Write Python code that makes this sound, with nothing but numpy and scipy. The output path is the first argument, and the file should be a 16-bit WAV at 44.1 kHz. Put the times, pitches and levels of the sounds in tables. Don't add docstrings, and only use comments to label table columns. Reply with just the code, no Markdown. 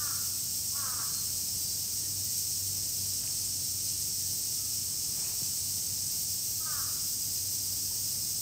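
import sys
import numpy as np
from scipy import signal
from scipy.fft import rfft, irfft
from scipy.io import wavfile

SR = 44100
rng = np.random.default_rng(int(sys.argv[2]) if len(sys.argv) > 2 else 0)


def store_pcm(level_fs):
    pcm = np.round(np.clip(level_fs, -1, 1) * 32767).astype(np.int16)
    wavfile.write(sys.argv[1], SR, np.atleast_2d(pcm).T)


N = 370881
T = np.arange(N) / SR

# t/s, length/s, rise/s, top f/Hz, beak resonance f/Hz,
# sharpness (factor on the throat's dB curve), effort/dB, fade/(dB/s)
CAWS_AND_CATCH = [(0, 0.14, 0.0058, 305, 1300, 1.2, -41.5, 58),
                  (0.726, .312, 0.056, 288.2, 1230, 0.91, -44.5, 7),
                  (6.597, 0.044, .018, 324, 1230, 1.4, -51, 60),
                  (6.644, 0.17, 0.0179, 319, 1270, 1.03, -43.5, 20)]
# f/Hz, level/dB
THROAT_RESPONSE = [(300, -24), (560, -12.5), (680, -14), (900, -10.5), (1100, -1), (1230, 5), (1450, 1.5),
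                   (1620, -4.5), (1750, -4), (1880, -17), (2600, -26), (4000, -38)]
BEAK_HZ = 1276
# pitch f/Hz, roughness (0-1)
HOARSENESS = [(262, 0.3), (305, 0.11)]
# delay t/s, level/dB against the direct sound
WALL_ECHOES = [(.021, -7.5), (.047, -19.5), (.072, -14), (.108, -14), (.172, -16)]
# f/Hz, relative level/dB
CICADA_SPECTRUM = [(1500, -41.5), (2100, -26.5), (2600, -20), (3200, -19.5), (4200, -11), (5000, -2.5),
                   (5600, 0.5), (6200, -2), (7000, -5), (8300, 0.5), (9000, -2.5), (9700, -11),
                   (10400, -13.5), (11700, -6.5), (15000, 0), (15800, -8)]
# t/s, body level/dB, thin top level/dB against the body
CHORUS_SWELL = [(0, -34, -4.5), (1.5, -34.5, -6), (2.7, -34, -5.5), (3.3, -34.0, -7), (5.8, -34, -6),
                (7, -34.5, -4.5), (8.4, -34.5, -5)]
# t/s, level/dB
HUM_LEVEL = [(0, -51), (2, -54.5), (2.4, -50.5), (4.3, -51.5), (5.4, -56.5), (5.8, -51.5), (6.8, -55),
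             (7.8, -52), (8.4, -57.5)]
# multiple of the shaft rate, level/dB against that strength
SHAFT_ORDERS = [(2, -0.5), (3, -13.5), (4, -16.5), (5, -20), (6, -18.5)]
# f/Hz, relative level/dB
RUMBLE_SPECTRUM = [(22, -25), (35, -24), (48, -3.5), (62, -1.5), (85, 0), (125, 0.5), (180, -4.5),
                   (260, -8.5), (400, -13.5), (700, -19.5), (1300, -23), (2000, -24), (4000, -25.5)]
# t/s, length/s, f/Hz, level/dB
BIRD_NOTES = [(1.085, 0.18, 4272, -46.5), (1.545, 0.22, 4025, -54), (1.606, 0.17, 4765, -45),
              (1.95, .14, 1855, -70), (2.23, 0.098, 1960, -68), (3.6, 0.42, 1338, -73),
              (4.15, 0.17, 1760, -72), (4.521, 0.26, 1294, -68), (7.7, .3, 1790, -69)]
# t/s, length/s, level/dB
RUSTLE_STROKES = [(3.21, .16, -57), (5.133, 0.44, -55.5)]
# f/Hz, relative level/dB
RUSTLE_SPECTRUM = [(150, -8), (400, 2), (800, 5), (1300, 2), (2000, -2), (2500, 8), (4000, -7), (8000, -27)]
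# t/s, f/Hz, width/s, level/dB
DRY_TICKS = [(3.276, 2650, .00057, -37), (7.916, 912, .005, -53)]


def amp(db):
    return 10 ** (np.asarray(db) / 20)


def unit_rms(x):
    return x / np.sqrt(np.mean(x ** 2) + 1e-20)


def level_at(spectrum, hz):
    f, db = np.transpose(spectrum)
    return np.interp(np.log(hz + 1), np.log(f), db)


def noise(spectrum):
    gain = amp(level_at(spectrum, np.fft.rfftfreq(N, 1 / SR)))
    return unit_rms(irfft(rfft(rng.standard_normal(N)) * gain, N))


def wander(rate_hz):
    hz = np.fft.rfftfreq(N, 1 / SR)
    gain = np.exp(-(hz / rate_hz) ** 2) * (hz > 0)
    return unit_rms(irfft(rfft(rng.standard_normal(N)) * gain, N))


def placed(start, sound):
    track = np.zeros(N)
    part = track[round(start * SR):][:len(sound)]
    part += sound[:len(part)]
    return track


def caw(length, rise_s, top_hz, open_hz, sharpness, effort_db, fade_db_per_s):
    scoop_hz_per_s, sag_octaves_per_s, drop_hz, drop_s = 496, 1.62, 15, 0.013
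    onset_db, open_hz_per_s, release_s = -18, 3200, 0.01
    quaver, jitter, flutter_db, rasp = 0.005, 0.062, 1.2, 1.6
    t = T[:int(length * SR)]
    to_top, past_top = np.maximum(rise_s - t, 0), np.maximum(t - rise_s, 0)
    hz = top_hz * 2 ** (-sag_octaves_per_s * past_top) - scoop_hz_per_s * to_top
    hz -= drop_hz * np.exp((t - length) / drop_s)
    effort = amp(effort_db + onset_db * (to_top / rise_s) ** 2 - fade_db_per_s * past_top)
    release = np.minimum((length - t) / release_s, 1)
    beak_hz = open_hz - open_hz_per_s * to_top
    rough = np.interp(hz, *np.transpose(HOARSENESS))
    flutter = wander(rate_hz=38)[:len(t)]
    hz *= 1 + quaver * flutter + jitter * rough * wander(rate_hz=130)[:len(t)]
    harmonic = np.arange(1, 16)[:, None]
    throat = amp(sharpness * level_at(THROAT_RESPONSE, harmonic * hz * BEAK_HZ / beak_hz))
    partials = throat * np.cos(2 * np.pi * harmonic * np.cumsum(hz) / SR)
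    voice = partials.sum(0) / np.sqrt((throat ** 2).sum(0) / 2)
    pulse_size = amp(flutter_db * flutter) * (1 + rasp * rough * wander(rate_hz=190)[:len(t)])
    return effort * release * unit_rms(pulse_size) * voice


def crow():
    return sum(placed(start, caw(*shape)) for start, *shape in CAWS_AND_CATCH)


def yard(x, t60_s=0.9, tail_db=-2.5, build_s=0.011):
    t = T[:SR]
    scatter = rng.standard_normal(SR) * (rng.random(SR) < 2000 / SR)
    tail = scatter * amp(-60 * t / t60_s) * (1 - np.exp(-t / build_s))
    response = amp(tail_db) * tail / np.linalg.norm(tail)
    response[0] += 1
    for delay, db in WALL_ECHOES:
        response[int(delay * SR)] += amp(db)
    return signal.fftconvolve(x, response / np.linalg.norm(response))[:N]


def cicadas(groups=4, throb_db=0.82, buzz_db=1.0, flicker_db=0.8, split_hz=11000):
    chorus = sum(noise(CICADA_SPECTRUM) * amp(throb_db * wander(rate_hz=18) + buzz_db * wander(rate_hz=360))
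                 for _ in range(groups))
    chorus = nearby_stone(chorus)
    top = signal.sosfiltfilt(signal.butter(4, split_hz, "high", fs=SR, output="sos"), chorus)
    times, body_db, top_db = np.transpose(CHORUS_SWELL)
    sheen = amp(np.interp(T, times, top_db) + flicker_db * wander(rate_hz=23))
    return amp(np.interp(T, times, body_db)) * (unit_rms(chorus - top) + sheen * unit_rms(top))


def nearby_stone(x, share=0.27, spread_s=0.015, reflections_per_s=4000):
    t = T[:SR // 12]
    taps = rng.standard_normal(len(t)) * (rng.random(len(t)) < reflections_per_s / SR)
    taps *= np.exp(-t / spread_s)
    return x + share * signal.fftconvolve(x, taps / np.linalg.norm(taps))[:N]


def machine(shaft_hz=48.14, drift=0.00715, waver_db=2.5, rumble_db=-50.5):
    turns = np.cumsum(shaft_hz * (1 + drift * wander(rate_hz=2.18))) / SR
    hum = np.zeros(N)
    for order, db in SHAFT_ORDERS:
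        peak = np.sqrt(2) * amp(db + waver_db * wander(rate_hz=8.2))
        hum += peak * np.sin(2 * np.pi * (order * turns + rng.random()))
    rumble = amp(rumble_db + 0.5 * wander(rate_hz=4.6)) * noise(RUMBLE_SPECTRUM)
    return hum * amp(np.interp(T, *np.transpose(HUM_LEVEL))) + rumble


def far_birds(waver=0.0038):
    out = np.zeros(N)
    for start, length, hz, db in BIRD_NOTES:
        size = int(length * SR)
        turns = np.cumsum(hz * (1 + waver * wander(rate_hz=52)[:size])) / SR
        swell = amp(db) * np.sqrt(2) * signal.windows.tukey(size, 0.7)
        out += placed(start, swell * np.sin(2 * np.pi * turns))
    return out


def rustles(grain_db=2.5):
    strokes = np.zeros(N)
    for start, length, db in RUSTLE_STROKES:
        times = start + length * np.array([0, 1 / 6, 1 / 2, 1])
        strokes += amp(db) * np.interp(T, times, [0.024, 1, 0.69, 0.029])
    return strokes * noise(RUSTLE_SPECTRUM) * amp(grain_db * wander(rate_hz=110))


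def ticks():
    return sum(amp(db) * np.exp(-((T - at) / width) ** 2) * np.sin(2 * np.pi * hz * (T - at))
               for at, hz, width, db in DRY_TICKS)


def bump(start_s=5.414, start_hz=680, end_hz=70, fall_s=0.0067, length_s=0.027, level_db=-39):
    t = T[:int(length_s * SR)]
    hz = end_hz + (start_hz - end_hz) * np.exp(-t / fall_s)
    swell = amp(level_db) * np.sin(np.pi * t / length_s)
    return placed(start_s, swell * np.sin(2 * np.pi * np.cumsum(hz) / SR))


def solo_insect(start_s=6.4, swell_s=0.5, level_db=-49, hz=4990, waver=0.00503, throb_hz=14, depth=0.7):
    turns = np.cumsum(hz * (1 + waver * wander(rate_hz=130))) / SR
    throb = 1 + depth * np.sin(2 * np.pi * throb_hz * T + wander(rate_hz=3))
    swell = amp(level_db) * np.clip((T - start_s) / swell_s, 0, 1)
    return swell * unit_rms(throb * np.sin(2 * np.pi * turns))


def scene():
    calls = yard(crow() + far_birds())
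    centre = calls + cicadas() + solo_insect() + machine() + rustles() + ticks() + bump()
    return np.array([centre, centre])


def record(dry):
    lowpass = signal.firwin(801, cutoff=15740, window=("kaiser", 9), fs=SR)
    return signal.oaconvolve(dry, lowpass[None], "same")


dry = scene()
out = record(dry)
store_pcm(out)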